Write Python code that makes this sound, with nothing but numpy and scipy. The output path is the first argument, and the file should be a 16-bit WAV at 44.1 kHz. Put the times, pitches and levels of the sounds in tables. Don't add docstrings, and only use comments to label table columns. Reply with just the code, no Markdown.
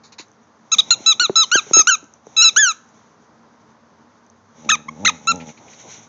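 import sys
import numpy as np
from scipy import signal
from scipy.fft import rfft, irfft, next_fast_len
from scipy.io import wavfile
from scipy.ndimage import uniform_filter1d

SR = 44100
rng = np.random.default_rng(int(sys.argv[2]) if len(sys.argv) > 2 else 0)


def dump_mix(stems):
    frames = np.atleast_2d(stems).T
    limited = np.clip(frames, -1, 1)
    pcm = np.round(limited * 32767).astype(np.int16)
    wavfile.write(sys.argv[1], SR, pcm)


N = 268128

# pitch_hz, level_db (per Hz)
AIR_SPECTRUM = [(18, -79.5), (30, -48.5), (86, -13), (195, -10.5), (230, 0), (277, -17.5), (305, -7),
                (359, -20.5), (394, -11.5), (725, -15), (1030, -11.5), (1810, -22), (2630, -32.5),
                (6540, -32), (8080, -52.5), (10500, -77.5), (17800, -120)]
# start_s, level_db, length_s, low_noise_db (over the nose noise)
SNIFFS = [(0.0335, -47.5, 0.045, -16), (0.1207, -44, 0.021, -8), (0.182, -36, 0.036, -6),
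          (4.647, -53, .01, 2), (5.3986, -53, 0.032, 11), (5.486, -55, 0.022, 9), (5.572, -52, 0.019, 1),
          (5.68, -63, 0.015, 14), (5.73, -49, 0.018, -1), (5.893, -53, 0.055, -24),
          (5.9394, -56, 0.017, -3)]
# pitch_hz, level_db (per Hz)
NOSE_SPECTRUM = [(530, -36), (900, 6), (1390, -4), (1940, -15.5), (2370, -2), (3160, -99), (3460, -5),
                 (4000, 7), (5150, -3.5), (6940, 3), (7800, -41), (10100, -83), (17200, -120)]
# start_s, level_db (top of the swell)
TICKS = [(0.2833, -50), (0.316, -44.5), (2.0416, -37), (2.138, -34), (2.2677, -39), (2.8898, -46),
         (4.2642, -47.5), (4.2998, -40), (5.3588, -25)]
# snap_s (sound follows a little later), level_db,
# ring_hz (where the pitch settles), fall_s (time to fall 60 dB)
POPS = [(0.195, -31.5, 314, 0.036), (0.755, -33, 202, 0.062), (1.003, -27, 240, 0.027),
        (1.212, -32, 348, 0.065), (1.294, -7, 382, 0.042), (1.553, -5, 347, 0.019),
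        (1.664, -33.5, 421, 0.066), (1.709, -12, 355, 0.02), (1.766, -6, 345, 0.026),
        (1.791, -14.5, 345.6, 0.035), (2.026, -35, 288, 0.07), (2.267, -26, 426.8, 0.025),
        (2.569, -27, 400, 0.032), (4.659, -29.5, 218, 0.11)]
# pitch_hz, level_db (per Hz)
FUR_SPECTRUM = [(880, -43.5), (1500, -13), (1630, -23), (2180, -12), (2680, -19.5), (3810, -14.5),
                (4850, -29.5), (5840, -6.5), (6660, -7), (7800, -35), (10100, -62.5), (17200, -120)]
# pitch_hz, level_db (per Hz)
CLOTH_SPECTRUM = [(35, -42.5), (60, -15.5), (139, 0), (464, -3.5), (718, -2.5), (802, -1), (1100, -8.5),
                  (1430, -47), (2420, -120)]
# time_s, level_db
HISS_CURVE = [(0.25, -67), (0.59, -70), (0.7, -66), (0.76, -47), (0.89, -45), (1.41, -51), (1.78, -41),
              (1.94, -58), (2.22, -70), (2.3, -57), (2.44, -46), (2.58, -45), (2.76, -62), (3.5, -72),
              (4.47, -73), (4.57, -56), (4.726, -53), (4.8, -63), (5.05, -46), (5.17, -55), (5.4, -48),
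              (5.66, -54), (5.78, -50), (5.9, -39), (6.08, -60)]
# time_s, level_db
CLOTH_CURVE = [(0.66, -66), (0.76, -52), (0.9, -45), (1.05, -44), (1.17, -53), (1.48, -56), (1.66, -47),
               (1.84, -54), (2.2, -64), (2.36, -50), (2.6, -56), (2.7, -80), (5.5, -80), (5.57, -51),
               (5.69, -48), (5.73, -54), (5.94, -49), (6.08, -60)]
# time_s, pitch_hz (of the reed), level_db (of the first partial)
SQUEAKS = [
    [(0.717, 1287, -24.9), (0.736, 1334, -21.1), (0.753, 1166, -29.0)],
    [(0.784, 1200, -27.1), (0.794, 1317, -27.3), (0.808, 1179, -25.9)],
    [(0.906, 1388, -16.6), (0.924, 1392, -20.8), (0.948, 1258, -39.0)],
    [(1.061, 1329, -23.5), (1.089, 1316, -22.0), (1.112, 1305, -23.4), (1.133, 1184, -27.6)],
    [(1.197, 1392, -12.8), (1.217, 1482, -13.9), (1.244, 1352, -19.9), (1.268, 1216, -28.9)],
    [(1.356, 1334, -18.5), (1.383, 1308, -17.1), (1.41, 1323, -19.3), (1.432, 1236, -20.7),
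     (1.437, 1055, -25.7), (1.448, 1089, -25.0)],
    [(1.515, 1372, -15.4), (1.542, 1523, -10.8), (1.554, 1622, -9.9), (1.562, 1559, -11.4),
     (1.568, 1444, -15.1), (1.58, 1340, -18.6), (1.586, 1314, -15.3), (1.602, 1219, -26.2)],
    [(1.733, 1339, -17.3), (1.751, 1300, -17.1), (1.772, 1330, -18.7), (1.794, 1288, -15.5),
     (1.812, 1277, -17.0), (1.824, 1218, -24.8)],
    [(1.871, 1335, -9.0), (1.883, 1463, -10.2), (1.895, 1594, -11.0), (1.901, 1512, -8.0),
     (1.904, 1448, -15.5), (1.918, 1368, -15.2), (1.957, 1264, -22.2)],
    [(2.365, 1334, -31.9), (2.388, 1291, -27.3), (2.422, 1324, -22.9), (2.427, 1438, -21.4),
     (2.435, 1412, -22.6), (2.447, 1311, -22.1), (2.485, 1317, -24.8), (2.5, 1231, -33.5)],
    [(2.562, 1354, -14.3), (2.572, 1513, -7.9), (2.582, 1664, -12.2), (2.598, 1754, -9.0),
     (2.624, 1661, -14.2), (2.63, 1612, -11.8), (2.648, 1567, -13.0), (2.687, 1353, -16.3),
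     (2.723, 1239, -26.2)],
    [(4.69, 1212, -14.5), (4.701, 1369, -11.0), (4.703, 1852, -13.4), (4.709, 1787, -11.2),
     (4.716, 1558, -17.1), (4.717, 1287, -14.4), (4.736, 1262, -14.9), (4.752, 1185, -23.4),
     (4.758, 1013, -19.0)],
    [(4.882, 997, -33.5), (4.89, 1135, -19.4), (4.896, 1181, -24.0)],
    [(5.049, 1251, -14.6), (5.059, 1415, -13.2), (5.061, 1984, -13.3), (5.071, 2148, -12.6),
     (5.079, 1763, -13.3), (5.081, 1282, -17.0), (5.093, 1262, -15.4), (5.098, 1012, -24.1),
     (5.105, 906, -21.1)],
    [(5.272, 1311, -17.3), (5.285, 1340, -12.7), (5.303, 1368, -12.2), (5.323, 1353, -13.6)],
]
# partial_2_db, partial_3_db, partial_4_db, partial_5_db, partial_6_db
BITE_SHADES = [(-1.3, 6.1, 8.1, 6.6, 6.0), (-2.4, 18.7, 17.2, 4.6, 7.4), (1.4, 14.7, -5.0, 9.3, 13.4),
               (-1.7, 12.7, 9.1, 5.5, 7.9), (-3.6, 8.3, -7.8, -1.6, -5.2), (-14.7, 6.1, 8.8, 0.0, -0.5),
               (-1.9, -0.1, -4.1, -4.0, -4.8), (-7.1, -6.3, 11.1, 7.7, -0.2),
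               (-4.0, -5.1, -3.3, -0.3, -4.0), (5.7, 14.2, 14.8, 7.5, 5.5), (-7.0, -3.3, -1.9, -3.8, 4.6),
               (-1.7, -4.9, -4.8, -3.4, -8.2), (-4.8, -20.1, -24.7, -20.3, -21.3),
               (-0.8, -3.3, -4.0, -3.6, -0.5), (-5.5, -5.8, -8.0, -10.0, 9.3)]
# pitch_hz, gain_db
OUTLET_PATH = [(900, 1.5), (1300, 0.5), (1800, 1), (2400, 3.35), (2900, -2.5), (3400, 0.2), (3900, 4.5),
               (4500, -13), (4900, -18), (5700, -1), (6300, 4), (6700, 6.5), (7200, -7.5), (7800, -26.5)]
# pitch_share, pitch_time_s, level_db, level_time_s
REED_CATCH = (.17, .0013, -14, .0013)
# pitch_share, pitch_time_s, level_db, level_time_s
REED_SAG = (.12, .004, -14, .0028)
# start_s, end_s, pitch_hz, start_level_db, end_level_db (before the waver)
HUM_SWELLS = [(4.15, 4.56, 98, -70, -60), (5.55, 6.08, 111.5, -62, -54)]
# time_s, pitch_hz (before jitter), level_db, mouth_opening_db (mouth over throat)
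GROWL_CURVE = [(4.52, 82, -61, -2), (4.678, 72.5, -39.5, -3), (4.726, 76.5, -39, -6.5), (4.8, 75, -43, -9),
               (4.85, 75, -51, -8), (4.885, 75, -40, -12), (4.93, 75.5, -44, -9), (4.968, 79, -41, -6),
               (5.032, 105, -31.5, -8), (5.092, 97, -37.5, -6), (5.168, 76.4, -44, -5),
               (5.24, 74.5, -44, -4), (5.29, 75, -37, -7), (5.348, 88, -33.5, -4), (5.41, 83.5, -37.5, -5),
               (5.5, 74.7, -39.5, -2.5), (5.525, 75, -58, -2)]
# pitch_hz, width_hz (of each of two passes), gain_db
THROAT_RINGS = [(90, 40, -11), (160, 89, -3), (250, 77, 1.5)]
# pitch_hz, width_hz (of each of two passes), gain_db
MOUTH_RINGS = [(450, 120, 0), (590, 130, -2), (840, 130, 1), (1190, 200, -26.5)]

AIR_DB = -53
THUMP_HZ, THUMP_DB = 180, -14
BREATH_DB, CHIFF_DB, CHIFF_S = -30, 20, 0.002
PARTIAL_TOP_HZ = 8000
HUM_WAVER_DB, HUM_WAVER_PER_S = 3, 9
GROWL_ROUGHNESS = 0.33
ROOM_T60_S, ROOM_DB = 0.55, -28.5
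NEAR_T60_S, NEAR_DB = 0.12, -21
TOP_HZ = 9300


def undb(db):
    return 10 ** (np.asarray(db) / 20)


def level(x, db=0):
    return x * undb(db) / np.sqrt(np.mean(x ** 2))


def shade(table, hz):
    table_hz, db = np.transpose(table)
    return np.interp(np.log(np.maximum(hz, 1)), np.log(table_hz), db)


def noise(table):
    size = next_fast_len(N)
    hz = np.arange(size // 2 + 1) * SR / size
    white_spectrum = rfft(rng.standard_normal(size))
    return level(irfft(white_spectrum * undb(shade(table, hz)), size)[:N])


def walk(rate):
    step = int(SR / rate)
    held = np.repeat(rng.standard_normal(N // step + 1), step)
    smooth = uniform_filter1d(uniform_filter1d(held, step), step)
    return 1.3 * smooth[:N]


def ring(x, hz, width):
    return signal.lfilter(*signal.iirpeak(hz, hz / width, fs=SR), x)


def ring_twice(x, hz, width):
    return ring(ring(x, hz, width), hz, width)


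def add(out, s, x):
    i = int(s * SR)
    out[i:i + len(x)] += x[:N - i]


def play(rows, t):
    return undb(np.interp(t, *np.transpose(rows), -120, -120))


def still_air():
    return undb(AIR_DB + 0.77 * walk(8)) * noise(AIR_SPECTRUM)


def sniffs():
    out, t = np.zeros(N), np.arange(SR // 5) / SR
    nose_noise = noise(NOSE_SPECTRUM)
    low_noise = level(ring_twice(rng.standard_normal(N), 2250, 1200))
    for s, db, length_s, low_db in SNIFFS:
        at = (int(s * SR) + np.arange(len(t))) % N
        u = 2.6 * t / length_s
        puff = u * np.exp(1 - u) ** 1.2
        add(out, s, undb(db) * puff * (nose_noise[at] + undb(low_db) * low_noise[at]))
    return out


def ticks(tick_s=0.0005):
    out, t = np.zeros(N), np.arange(SR // 5) / SR
    swell = np.e * t / tick_s * np.exp(-t / tick_s)
    tick = swell * np.sin(2 * np.pi * 6200 * t)
    for s, db in TICKS:
        add(out, s, undb(db) * tick)
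    return out


def pops(lag_s=0.0017, glide=2.5, glide_s=0.0006, rise_s=0.0006, flutter=0.25):
    out, t = np.zeros(N), np.arange(SR // 8) / SR
    shake = level(ring_twice(rng.standard_normal(N), 300, 250))
    thump = undb(THUMP_DB) * np.sin(2 * np.pi * THUMP_HZ * t)
    for s, db, hz, t60 in POPS:
        turns = hz * (t + glide * glide_s * (1 - np.exp(-t / glide_s)))
        own_shake = np.roll(shake, -int(s * SR))[:len(t)]
        unsteady = flutter * own_shake * np.minimum(t * hz / 2, 1)
        swing = np.sin(2 * np.pi * turns) + thump + unsteady
        rise_and_fall = 1000 ** (-t / t60) * (1 - np.exp(-t / rise_s))
        add(out, s + lag_s, undb(db) * swing * rise_and_fall)
    return signal.sosfilt(signal.butter(2, 100, "high", fs=SR, output="sos"), out)


def blanket_and_hiss(t):
    hiss = noise(FUR_SPECTRUM) * undb(2.8 * walk(34))
    cloth = noise(CLOTH_SPECTRUM) * undb(2.5 * walk(35))
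    return hiss * play(HISS_CURVE, t) + cloth * play(CLOTH_CURVE, t)


def squeaks(edge_s=0.001, flutter_db=1.0, waver=0.003):
    out = np.zeros(N)
    flutter, drift = walk(140), walk(160)
    leak = noise([(600, -41)] + OUTLET_PATH + [(9000, -59.5)])
    for rows, shades in zip(SQUEAKS, BITE_SHADES):
        s, hz, db = np.transpose(rows)
        at = np.arange(int((s[0] - edge_s) * SR), int((s[-1] + edge_s) * SR))
        t = at / SR
        pitch = np.interp(t, s, hz) * (1 + waver * drift[at])
        loud_db = np.interp(t, s, db)
        for bend, away in ((REED_CATCH, t - s[0]), (REED_SAG, s[-1] - t)):
            share, bend_s, drop_db, drop_s = bend
            away = np.maximum(away, 0)
            pitch = pitch * (1 - share * np.exp(-away / bend_s))
            loud_db = loud_db + drop_db * np.exp(-away / drop_s)
        turn = 2 * np.pi * np.cumsum(pitch) / SR
        chiff_db = CHIFF_DB * np.exp(-(t - t[0]) / CHIFF_S)
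        breath_db = BREATH_DB + max(0, *shades[:4]) + chiff_db
        stack = undb(breath_db) * leak[at]
        for k, over_db in enumerate((0, *shades), 1):
            own_flutter = flutter_db * flutter[(at + k * SR // 2) % N]
            gain = undb(over_db + shade(OUTLET_PATH, k * pitch) + own_flutter)
            heard = k * pitch < PARTIAL_TOP_HZ
            stack = stack + heard * gain * np.sin(k * turn + k * k * np.pi / 5)
        gate = np.clip(np.minimum(t - t[0], t[-1] - t) / edge_s, 0, 1)
        out[at] += stack * gate * undb(loud_db)
    return out


def hum(t, fade_s=0.03):
    out = np.zeros(N)
    waver = undb(HUM_WAVER_DB * walk(HUM_WAVER_PER_S))
    for s, end, hz, db, end_db in HUM_SWELLS:
        fade = np.clip(np.minimum(t - s, end - t) / fade_s, 0, 1)
        swell = undb(np.interp(t, (s, end), (db, end_db)))
        out += np.sin(2 * np.pi * hz * t) * fade * swell
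    return out * waver


def resonate(source, modes):
    total = np.zeros(N)
    for k, (hz, width, db) in enumerate(modes):
        total += (-1) ** k * undb(db) * ring_twice(source, hz, width)
    return level(total)


def growl(t, jitter=0.023, scatter_db=2.6):
    s, hz, db, open_db = np.transpose(GROWL_CURVE)
    turns = np.cumsum(np.interp(t, s, hz) * (1 + jitter * walk(70))) / SR
    slaps = np.diff(np.floor(turns), prepend=0) * undb(scatter_db * walk(70))
    puffs = level(np.exp(-(turns % 1) / 0.3) * rng.standard_normal(N))
    folds = level(slaps) + GROWL_ROUGHNESS * puffs
    throat = resonate(folds, THROAT_RINGS)
    mouth = resonate(folds, MOUTH_RINGS) * undb(np.interp(t, s, open_db))
    return (throat + mouth) * undb(np.interp(t, s, db, -120, -120))


def room(x, gap_s=0.004, treble_share=0.79):
    t = np.arange(int(0.8 * SR)) / SR
    white = rng.standard_normal(len(t))
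    dull = signal.lfilter(*signal.butter(2, 2500, fs=SR), white)
    treble = white - dull
    far = dull * 1000 ** (-t / ROOM_T60_S) + treble * 1000 ** (-t / (treble_share * ROOM_T60_S))
    near = white * 1000 ** (-t / NEAR_T60_S)
    tail = np.zeros(len(t))
    for part, db in ((far, ROOM_DB), (near, NEAR_DB)):
        tail += undb(db) * part / np.sqrt(np.sum(part ** 2))
    return signal.fftconvolve(x, tail * (t > gap_s))[:N]


def scene():
    t = np.arange(N) / SR
    dog = sniffs() + ticks() + pops() + squeaks() + growl(t)
    return (dog + room(dog) + blanket_and_hiss(t) + still_air() + hum(t))[None]


def record(dry, ceiling=0.8, knee=8.0, offset=0.03, leak=5.0):
    up, down = 160, 441
    x = signal.sosfilt(signal.butter(3, 60, "high", fs=SR, output="sos"), dry)
    x = signal.resample_poly(x, up, down, axis=1, window=("kaiser", 8.5))
    x = x / (1 + np.abs((x - offset) / ceiling) ** knee) ** (1 / knee)
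    x = signal.resample_poly(x, down, up, axis=1, window=("kaiser", leak))[:, :N]
    x = np.pad(x, ((0, 0), (0, N - x.shape[1])))
    x = signal.sosfilt(signal.butter(6, 8400, fs=SR, output="sos"), x)
    return signal.sosfilt(signal.ellip(10, 0.2, 90, TOP_HZ, fs=SR, output="sos"), x)


dry = scene()
out = record(dry)
dump_mix(out)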